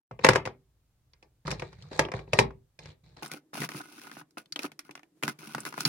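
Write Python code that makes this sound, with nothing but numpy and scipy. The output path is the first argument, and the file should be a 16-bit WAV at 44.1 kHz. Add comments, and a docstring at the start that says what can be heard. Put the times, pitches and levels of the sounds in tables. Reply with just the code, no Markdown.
"""Pens, paper cup and desk organizer.

Pens pulled from a paper cup drop into a nearly empty plastic organizer, which rings and thumps the desk.
Then fingers rummage among the pencils in the cup, small plastic items click into the filled organizer,
and the cup slides over the desk, pencils rattling. Close stereo microphone, small quiet room."""
import sys
import numpy as np
from scipy import signal
from scipy.fft import rfft, irfft, next_fast_len
from scipy.io import wavfile
from scipy.ndimage import uniform_filter1d

SR = 44100
rng = np.random.default_rng(int(sys.argv[2]) if len(sys.argv) > 2 else 0)


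def transcribe(u):
    """Save the signal u as a 16-bit wav file named by the first command-line argument.

    u: samples, shape (n,) or (channels, n), limited to [-1, 1]; the rate is SR.
    q: integer samples, one column per channel.
    """
    v = np.clip(np.atleast_2d(u).T, -1, 1)
    q = np.round(v * 32767).astype(np.int16)
    wavfile.write(sys.argv[1], SR, q)


N = 259308

# Struck parts. Each pair: ring pitch in Hz, ring level in dB re the crack.
PENCIL, BARREL, MARKER = (1380, 4), (1880, 0), (1665, 1)
CAP, LID, CLIP, NIB = (2480, 5), (3100, 6.5), (4700, 2), (8600, 6)
GRIPPED = (5600, -12.5)  # damped by the fingers
# Modes. Each row: frequency in Hz, relative level in dB, T60 in seconds.
HOLLOW_WALL_MODES = [(306.6, -10, 0.026), (388.2, -7.5, 0.34), (440, -3.5, 0.096), (516, 8, 0.065),
                     (632, -4.5, 0.097), (765.6, -9, .12), (880, -8, 0.014), (873, -4.5, 0.15),
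                     (953, -0.5, .09), (1167, -10.5, 0.17), (1474, -11.5, 0.071), (1644, 1, 0.13),
                     (1855, -1.5, 0.13), (1995, -8, .08), (2227, -5, 0.022), (2370, -5, 0.15),
                     (3119, -12, 0.058), (5030, -8, 0.066)]  # nearly empty organizer
CUP_WALL_MODES = [(294.6, 7, 0.089), (379.7, -4.5, 0.092), (570, -13.5, 0.048), (749.6, 4.5, 0.028),
                  (862, 9.5, 0.012), (1012, 0, 0.045), (1272, 8.5, 0.036), (1464.4, 9, 0.057),
                  (1658, -7, 0.048), (2091, -0.5, 0.055), (2300, -24, 0.058), (2650, -6, 0.02),
                  (2980, -26, 0.054)]  # cup beside the filled organizer
DESK_HEAVY_MODES = [(57.55, -13, 0.35), (100, -2.5, 0.14), (124.3, -1, 0.13), (150.7, 0.5, 0.13),
                    (183, -5, 0.073)]  # under pens
DESK_LIGHT_MODES = [(136, -31, 0.18), (148.7, -1.5, 0.094), (166.8, -4.5, 0.075), (227, -5.5, 0.049)]  # under light items


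def amp(db):
    """Decibels to gain."""
    return 10 ** (np.asarray(db) / 20)


def unit(x):
    """Scale to unit RMS."""
    return x / np.sqrt(np.mean(x ** 2) + 1e-30)


def interp_log(points, hz):
    """Interpolate (Hz, value) points over log frequency."""
    points_hz, values = np.transpose(points)
    return np.interp(np.log(hz + 1), np.log(points_hz + 1), values)


def colour(x, points):
    """Filter by (Hz, dB) points."""
    n = x.shape[-1]
    size = next_fast_len(n + 2048)
    gain = amp(interp_log(points, np.fft.rfftfreq(size, 1 / SR)))
    return irfft(rfft(x, size) * gain, size)[..., :n]


def low_cut(x, hz):
    """Third-order high-pass."""
    return signal.sosfilt(signal.butter(3, hz, "high", fs=SR, output="sos"), x)


def add(mix, start_s, sound):
    """Mix a stereo sound in place."""
    part = mix[:, max(round(start_s * SR), 0):][:, :sound.shape[1]]
    part += sound[:, :part.shape[1]]


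def stereo(pair):
    """Mid and side to left and right: bass shared, treble wide."""
    # Each row: frequency in Hz, side gain in dB.
    width = [(60, -16.5), (140, -18.5), (260, -15), (1000, -2), (2000, -3.5), (4000, 0.5), (8000, 1.5),
             (13000, -1)]
    # Each row: frequency in Hz, left re right in dB.
    balance = [(150, -0.5), (270, -2), (420, 2.5), (700, -0.5), (1050, 4), (1500, -1), (2000, 2), (3000, 0),
               (12000, -1.5)]
    side = colour(pair[1], width)
    half = np.array(balance) * [1, .5]
    return np.array([colour(pair[0] + side, half), colour(pair[0] - side, half * [1, -1])])


def ring(modes, t, scatter_db, rise_s):
    """Damped modes; each contact point weights them differently."""
    hz, db, t60_s = np.transpose(modes)[:, :, None]
    gain = amp(db + scatter_db * rng.standard_normal(db.shape))
    decay = np.exp(-np.log(1000) * t / t60_s)
    tones = np.sin(2 * np.pi * (hz * t + rng.random(db.shape)))
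    return (gain * decay * tones).sum(0) * (1 - np.exp(-t / rise_s))


def quiet_room():
    """Faint hum and moving air, each steady for a stretch."""
    # Each row: start in seconds, hum level in dB, air level in dB.
    stretches = [(0, -116, -104), (.1, -70, -93), (3.22, -88, -70.5), (5.16, -100, -64.5)]
    # Each row: frequency in Hz, relative density in dB.
    hum_spectrum = [(20, -18), (45, -6.5), (60, -1), (85, -10.5), (118, -1), (160, -16), (300, -24.5),
                    (900, -32), (2000, -37.5), (16000, -44)]
    air_spectrum = [(20, -37.5), (90, -20), (160, -2), (230, -11), (305, 6.5), (420, -9.5), (700, -20.5),
                    (3000, -30), (12000, -32.5), (16000, -40)]
    start_s, hum_db, air_db = np.transpose(stretches)
    stretch = np.searchsorted(start_s[1:], np.arange(N) / SR)
    out = np.zeros((2, N))
    for db, spectrum in [(hum_db, hum_spectrum), (air_db, air_spectrum)]:
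        gain = amp(uniform_filter1d(db[stretch], round(.025 * SR)))
        out += gain * unit(stereo(colour(rng.standard_normal((2, N)), spectrum)))
    return out


def room_tail(t):
    """Diffuse reflections, each band decaying at its own rate."""
    # Each row: frequency in Hz, T60 in seconds.
    decay_times = [(100, 0.46), (300, 0.24), (900, 0.19), (2500, 0.18), (7000, 0.1), (15000, 0.14)]
    # Each row: frequency in Hz, gain in dB.
    tail_spectrum = [(150, -3), (500, 4), (1200, 2), (3000, 1), (6000, 0), (13000, -6)]
    hz, frame_s, noise = signal.stft(rng.standard_normal((2, len(t))), SR, nperseg=256)
    decay = amp(-60 * frame_s / interp_log(decay_times, hz)[:, None])
    tail = signal.istft(noise * decay, SR, nperseg=256)[1][:, :len(t)]
    return colour(tail * (1 - np.exp(-t / .005)) / np.linalg.norm(tail[0]), tail_spectrum)


def slips(per_s, size_db, decay_s):
    """Stick-slip envelope: short pushes, random in size and time."""
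    sizes = amp(size_db * np.minimum(rng.exponential(1, N), 3)) * (rng.random(N) < per_s / SR)
    return unit(signal.lfilter([1], [1, -np.exp(-1 / (decay_s * SR))], sizes))


def jostle(per_s=250, low_hz=750, high_hz=8000, tilt_db_per_oct=-1, count=24):
    """Pencils tap each other, each at its own dull pitch."""
    t, out = np.arange(1024) / SR, np.zeros((2, N))
    sizes = np.minimum(rng.exponential(1, N), 3) * (rng.random(N) < per_s / SR)
    pencil = rng.integers(0, count, N)
    hz = np.geomspace(low_hz, high_hz, count)[:, None, None]
    cycles = hz * t
    taps = np.sin(2 * np.pi * (cycles + rng.random((count, 2, 1)))) * cycles * np.exp(-cycles)
    taps *= amp(tilt_db_per_oct * np.log2(hz / low_hz))
    for at in np.flatnonzero(sizes):
        add(out, at / SR, sizes[at] * taps[pencil[at]])
    return unit(out)


def hand_pressure(strokes, grip_s=.011, release_s=.04, lurch_db=1, lurch_s=.02):
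    """Uneven rubbing force and desk shake: each stroke grips, swells or sags, lets go."""
    now, force, shake = np.arange(N) / SR, np.zeros(N), np.zeros(N)
    for start_s, length_s, db, swell_db, rumble_db in strokes:
        t = now - start_s
        along = np.clip(t / length_s, 0, 1) - .5
        touching = np.clip(np.minimum(t / grip_s, 1 + (length_s - t) / release_s), 0, 1) ** 2
        push = touching * amp(db + swell_db * along)
        force = np.maximum(force, push)
        shake = np.maximum(shake, push * amp(rumble_db))
    lurch = unit(uniform_filter1d(rng.standard_normal(N), round(lurch_s * SR)))
    return force * amp(lurch_db * lurch), shake


def rubbing(strokes, wall_modes, desk_modes, spectrum, grains_per_s, catches_per_s,
            hiss_db, wall_db, taps_db, room_db, gain_db, rumble_db, cut_hz):
    """Friction: grains hiss, pencils jostle, rarer catches ring the walls, the hand shakes the desk."""
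    t = np.arange(16384) / SR
    force, shake = hand_pressure(strokes)
    grains = rng.standard_normal((2, N)) * (slips(grains_per_s, size_db=3, decay_s=.00091) + amp(hiss_db))
    taps = jostle()
    catches = force * rng.standard_normal((2, N)) * slips(catches_per_s, size_db=6, decay_s=.0009)
    wall = np.array([ring(wall_modes, t, scatter_db=1, rise_s=.002) for _ in range(2)])
    hollow = signal.oaconvolve(catches, wall / np.linalg.norm(wall[0]), axes=1)[:, :N]
    scrape = force * (unit(colour(grains, spectrum)) + amp(taps_db) * taps)
    rub = amp(gain_db) * stereo(scrape + amp(wall_db) * hollow)
    rub += amp(room_db) * signal.oaconvolve(rub, room_tail(t), axes=1)[:, :N]
    desk = ring(desk_modes, t, scatter_db=1, rise_s=.0053)
    rumble = signal.oaconvolve(grains, desk[None], axes=1)[:, :N]
    return low_cut(rub + amp(rumble_db) * shake * unit(stereo(rumble)), cut_hz)


def cup_rubs():
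    """Fingers rummage in the cup; the cup slides over the desk."""
    # Each row: start in seconds, length in seconds, relative level in dB, swell in dB, rumble offset in dB.
    strokes = [(3.218, 0.12, -51.5, -26.5, -8.5), (3.313, 0.061, -45, -17.5, -10),
               (3.528, 0.087, -42, -1, -6.5), (3.59, 0.057, -34.5, 0.5, -0.5), (3.69, 0.057, -46.5, 0, -13),
               (3.745, 0.058, -42, -10, -11), (3.82, .13, -54, 1, -12), (3.95, .16, -51.5, -4.5, -11.5),
               (4.115, 0.09, -51, -5, -13), (4.37, 0.042, -47, -21, -6.5), (4.595, 0.057, -45.5, 13, -27),
               (4.84, 0.063, -62.5, -20, -8), (4.95, .04, -67, -16, -14), (5.235, 0.035, -42, -15, 3),
               (5.279, 0.032, -36.5, -24.5, 1.5), (5.382, 0.17, -49.5, -2, -2.5),
               (5.548, 0.088, -51.5, 4, 4.5), (5.652, .06, -45, -22, -6.5), (5.725, 0.095, -46.5, 20, -17),
               (5.851, .03, -28.5, -3, -4)]
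    # Each row: frequency in Hz, relative density in dB.
    spectrum = [(120, -12.5), (370, 0), (560, -15.5), (850, -11), (1450, -7), (1800, -17.5), (2550, -5.5),
                (3200, -14), (5900, -13.5), (7600, -24.5), (10000, -13), (13300, -24), (16000, -20)]
    return rubbing(strokes, CUP_WALL_MODES, DESK_LIGHT_MODES, spectrum,
                   grains_per_s=390, catches_per_s=90, hiss_db=-1, wall_db=-1.5, taps_db=-9,
                   room_db=-28.5, gain_db=-4, rumble_db=-2, cut_hz=135)


def slides_and_swells():
    """Pens slide and scrape; brief swells of noise lead into three loud clacks."""
    # Each row: start in seconds, length in seconds, relative level in dB, swell in dB, rumble offset in dB.
    strokes = [(.2, .025, -56.5, 6, 11), (.228, .014, -34.5, 13.5, 0), (1.45, 0.096, -46.5, -4, 10),
               (1.56, 0.13, -56.5, -3, 11), (1.67, 0.13, -64, -8, 12), (1.775, 0.13, -62.5, -3.5, 14),
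               (1.905, 0.09, -47, 0, -1.5), (2.14, 0.096, -54, -22.5, -6), (2.26, 0.063, -68.5, 2, 20.5),
               (2.315, 0.012, -55.5, 15, 3), (2.36, 0.028, -41, 8, -1.5), (2.79, 0.12, -56, 2, 6.5),
               (3.03, .12, -66.5, -10.5, 11), (3.16, 0.062, -55.5, -14, -6)]
    # Each row: frequency in Hz, relative density in dB.
    spectrum = [(120, -4), (300, 13), (600, 7), (1000, -1), (1500, -4), (2300, 0), (3000, -10.5), (4000, 4),
                (5500, -11), (8000, -15), (10500, -29), (12500, -37), (16000, -42)]
    return rubbing(strokes, HOLLOW_WALL_MODES, DESK_HEAVY_MODES, spectrum,
                   grains_per_s=820, catches_per_s=150, hiss_db=-4, wall_db=-11.5, taps_db=-6,
                   room_db=-6.5, gain_db=-3.5, rumble_db=-4, cut_hz=38)


def crack(t, rise_s, snap_s, chatter_s, chatter_db, spread_s):
    """Hard snap and brief chatter; bending waves carry the treble out first."""
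    decay = np.exp(-t / snap_s) + amp(chatter_db) * np.exp(-t / chatter_s)
    burst = rng.standard_normal((2, len(t))) * decay * (1 - np.exp(-(t / rise_s) ** 2))
    hz = np.fft.rfftfreq(len(t), 1 / SR)
    delay_s = spread_s * np.sqrt(1000 / (hz + 200))
    dispersion = np.exp(-2j * np.pi * np.cumsum(delay_s) * hz[1])
    return irfft(rfft(burst) * dispersion, len(t))


def barrel_ring(hz, t60_s, t):
    """Barrel, cap or clip: a cluster of close, short modes."""
    # Each row: frequency ratio, level in dB.
    cluster = [(.62, -7), (.74, -7), (.85, -4), (.94, -1), (1, 0), (1.07, -2), (1.2, -6), (1.38, -10)]
    detune = 1 + .02 * rng.standard_normal(len(cluster))
    modes = [(hz * ratio * d, db, t60_s) for (ratio, db), d in zip(cluster, detune)]
    return ring(modes, t, scatter_db=1, rise_s=.00056)


def balance_attack(sound, levels_db, attack_s=.012):
    """Equalize a blow toward the given knock, clack and tick levels in its attack."""
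    # Wall knock, clack, tip tick. Each row: low edge in Hz, high edge in Hz.
    bands = [(250, 1100), (1100, 3500), (3500, 16000)]
    n = round(attack_s * SR)
    power = (abs(rfft(sound[:, :n])) ** 2).mean(0) * 2 / n ** 2
    hz = np.fft.rfftfreq(n, 1 / SR)
    band_power = [power[(hz > low) & (hz < high)].sum() for low, high in bands]
    knock_db, clack_db, tick_db = levels_db - 10 * np.log10(band_power)
    return colour(sound, [(800, knock_db), (1450, clack_db), (2900, clack_db), (4200, tick_db)])


def blows(hits, wall_modes, desk_modes, spectrum, crack_shape, sharpen, knock_db, tick_db,
          wall_db, barrel_t60_s, room_db, thud_db, boom_db, thud_cut_hz, gain_db):
    """Each blow cracks, rings barrel and walls, shakes the desk and echoes in the room."""
    out, t = np.zeros((2, N)), np.arange(16384) / SR
    lead_samples, medium_blow_db = 44, -36
    fade = np.clip((t[-1] - t - .03) / .1, 0, 1)
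    tails = [room_tail(t) for _ in range(6)]
    for k, (start_s, db, hardness_db, desk_db, (barrel_hz, barrel_db)) in enumerate(hits):
        tail = tails[k % len(tails)]
        edge = [(5000, 0), (13000, sharpen * (db - medium_blow_db))]  # stronger is brighter
        contact = unit(colour(colour(crack(t, **crack_shape), spectrum), edge))
        barrel = np.array([barrel_ring(barrel_hz, barrel_t60_s, t) for _ in range(2)])
        wall = np.array([ring(wall_modes, t, scatter_db=2.5, rise_s=.0005) for _ in range(2)])
        clack = contact + amp(barrel_db) * unit(barrel)
        echo = np.std(clack) * signal.fftconvolve(contact, tail, axes=1)[:, :len(t)]
        hit = fade * (clack + amp(wall_db) * unit(wall) + amp(room_db) * echo)
        hit = stereo(np.pad(hit, ((0, 0), (lead_samples, 0))))
        # Harder contact is briefer: less knock, more tick.
        levels_db = [db + knock_db - .67 * hardness_db, db, db + tick_db + hardness_db]
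        add(out, start_s - lead_samples / SR, amp(gain_db) * balance_attack(hit, levels_db))

        desk = low_cut(ring(desk_modes, t, scatter_db=.42, rise_s=.0027), thud_cut_hz)
        boom = signal.fftconvolve(desk[None], tail, axes=1)[:, :len(t)]
        thud = stereo(fade * (desk * [[1], [0]] + amp(boom_db) * boom))  # direct thud in mid only
        thud /= np.std(thud[:, :1300])
        add(out, start_s, amp(db + desk_db + thud_db) * thud)
    return out


def light_clicks():
    """Light items and pencils strike the cup and the filled, damped organizer."""
    # Each row: start in seconds, relative level in dB, hardness in dB, thud offset in dB, struck part.
    hits = [(3.2238, -51, -28, -21, PENCIL), (3.2602, -43, 7, -18, PENCIL), (3.278, -67, 25, -8, NIB),
            (3.3151, -39, 8.5, -8, GRIPPED), (3.3406, -47, -13, -22, CAP), (3.3725, -53.5, 0, -28, PENCIL),
            (3.5321, -46, -11.5, -18, PENCIL), (3.553, -45.5, -7, -19, GRIPPED), (3.578, -41, -3, -29, CAP),
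            (3.6174, -33, -2, -9, BARREL), (3.639, -35.5, -1, -5, BARREL),
            (3.6893, -37.5, 3.5, -32, BARREL), (3.7172, -41.5, 0, -27, GRIPPED),
            (3.7461, -44, -10, 6, PENCIL), (3.797, -51, -5, -9, PENCIL), (3.814, -49, 8, -30, PENCIL),
            (4.015, -52.5, 8, -31, GRIPPED), (4.0689, -46.5, 0, -28, PENCIL),
            (4.1138, -44.5, 2, -18, MARKER), (4.1682, -48, -12, -7, GRIPPED),
            (4.2126, -49, -7.5, -4.5, PENCIL), (4.3075, -75, 17.5, -12, GRIPPED),
            (4.3712, -42.5, -12, -19, PENCIL), (4.4575, -64, 11.5, -2, LID),
            (4.5229, -47, 22.5, -11.5, CLIP), (4.5593, -33, 5, -29, LID), (4.5912, -33, 3, -32, CAP),
            (4.6316, -47.5, 17, -23, CAP), (4.6476, -39, -12, -11, GRIPPED), (4.661, -44, -4, -17, CAP),
            (4.7174, -51, 4.5, -11, CAP), (4.7913, -42, 11, -44, GRIPPED),
            (4.892, -51.5, -19, -4.5, BARREL), (4.9095, -48.5, 5, -26.5, CAP),
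            (4.9524, -43.5, 4, -31, GRIPPED), (4.9754, -51.5, -0.5, -16, CAP), (4.993, -55, 0, -26, BARREL),
            (5.0312, -54.5, -1.5, -19, CAP), (5.226, -35.5, -2, -25, BARREL),
            (5.2338, -26.5, 2.5, -11, CAP), (5.2785, -27.5, 1, -19.5, MARKER),
            (5.5475, -30.5, -1, -6, PENCIL), (5.5805, -37.5, -6, -17, PENCIL), (5.6034, -60, 29, -14, NIB),
            (5.6513, -37, 6.5, -13, BARREL), (5.664, -39.5, -3, -26, MARKER), (5.688, -55, 17, -21, NIB),
            (5.7251, -42.5, -0.5, -16, PENCIL), (5.74, -41, -2, -12, PENCIL),
            (5.778, -34.5, -6, -10, PENCIL), (5.8055, -33.5, 11.5, -14, GRIPPED),
            (5.8514, -28, 17.5, -3.5, CLIP)]
    # Each row: frequency in Hz, relative crack density in dB.
    spectrum = [(100, -60), (250, 3), (500, -4), (1100, -0.5), (2300, -1), (3500, -8.5), (5500, -11),
                (8000, -17), (10500, -15.5), (13000, -20.5), (16000, -27)]
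    crack_shape = dict(rise_s=.0007, snap_s=.0013, chatter_s=.0099, chatter_db=-17.5, spread_s=.000801)
    clicks = blows(hits, CUP_WALL_MODES, DESK_LIGHT_MODES, spectrum, crack_shape,
                   sharpen=.05, knock_db=-3, tick_db=-8, wall_db=-4, barrel_t60_s=.029,
                   room_db=-17.5, thud_db=-5, boom_db=-11, thud_cut_hz=137, gain_db=-3)
    return low_cut(clicks, hz=90)


def pen_drops():
    """Pens strike the hollow organizer and each other."""
    # Each row: start in seconds, relative level in dB, hardness in dB, thud offset in dB, struck part.
    hits = [(.111, -52, -10, 8, PENCIL), (.191, -48.5, -8, -1.5, CAP), (.2455, -17, 0.5, -15.5, BARREL),
            (.265, -26, -2, -9.5, BARREL), (.2873, -16.5, 1, -7.5, MARKER),
            (.3055, -33, -3.5, -13.5, BARREL), (.3325, -33.5, 1.5, -12, BARREL),
            (.351, -37.5, 1, -27.5, GRIPPED), (.3572, -24.5, -2, -17.5, MARKER), (.453, -41.5, 2, -28, CAP),
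            (.459, -40.5, 1, -0.5, BARREL), (.473, -40.5, -7, -18, PENCIL), (1.134, -67.5, 12.5, 1, CLIP),
            (1.226, -60.5, 3, -18, CAP), (1.451, -59, -5.5, 22.5, BARREL), (1.469, -49.5, 13.5, -5, CLIP),
            (1.478, -38, -1.5, -16, PENCIL), (1.505, -43, 9, 4, BARREL), (1.513, -37.5, 8.5, -30, CAP),
            (1.524, -48, -14.5, 10.5, PENCIL), (1.596, -45, 3.5, -13, CAP),
            (1.6203, -42, -5, -3.5, GRIPPED), (1.728, -58.5, 3, 4, PENCIL), (1.823, -61.5, 14, -21, LID),
            (1.914, -56, -16.5, -6, BARREL), (1.9296, -53, 4.5, -5.5, PENCIL),
            (1.9922, -22, 2, -8.5, BARREL), (2.0503, -42.5, -2.5, -21, LID), (2.0853, -49, -8, -14, BARREL),
            (2.1167, -41.5, -0.5, -31.5, GRIPPED), (2.1376, -40.5, -7.5, 7.5, BARREL),
            (2.191, -50, -5.5, 0, CAP), (2.2763, -66, -18.5, 2.5, CAP), (2.3322, -26.5, 1, -3, CAP),
            (2.3881, -18, 0.5, -9.5, CAP), (2.396, -32.5, 8.5, 5, GRIPPED), (2.5058, -57, -9.5, -2, PENCIL),
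            (2.7897, -52.5, 7.5, -6.5, CAP), (2.856, -54, 5.5, 4.5, GRIPPED), (3.1675, -66.5, 0, 1, LID)]
    # Each row: frequency in Hz, relative crack density in dB.
    spectrum = [(100, -22), (250, -1), (500, 3), (780, -6.5), (1100, 3.5), (1450, -2.5), (2100, 3.5),
                (3300, -6.5), (5400, -4.5), (8000, -15.5), (10500, -19.5), (13000, -35.5), (16000, -32)]
    crack_shape = dict(rise_s=.00079, snap_s=.0041, chatter_s=.0063, chatter_db=-18.5, spread_s=.001)
    return blows(hits, HOLLOW_WALL_MODES, DESK_HEAVY_MODES, spectrum, crack_shape,
                 sharpen=.22, knock_db=2.5, tick_db=-8, wall_db=-5.5, barrel_t60_s=.026,
                 room_db=-11.5, thud_db=-2, boom_db=-6.5, thud_cut_hz=20, gain_db=1.5)


def scene():
    """Heavy pens, then lighter items, over the quiet room."""
    return pen_drops() + light_clicks() + slides_and_swells() + cup_rubs() + quiet_room()


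def record(dry):
    """Soft clip, then low-pass."""
    rounded = dry / (1 + dry ** 8) ** (1 / 8)
    low_pass = signal.firwin(511, cutoff=16200, window=("kaiser", 9), fs=SR)
    return signal.oaconvolve(rounded, low_pass[None], "same")


dry = scene()
out = record(dry)
transcribe(out)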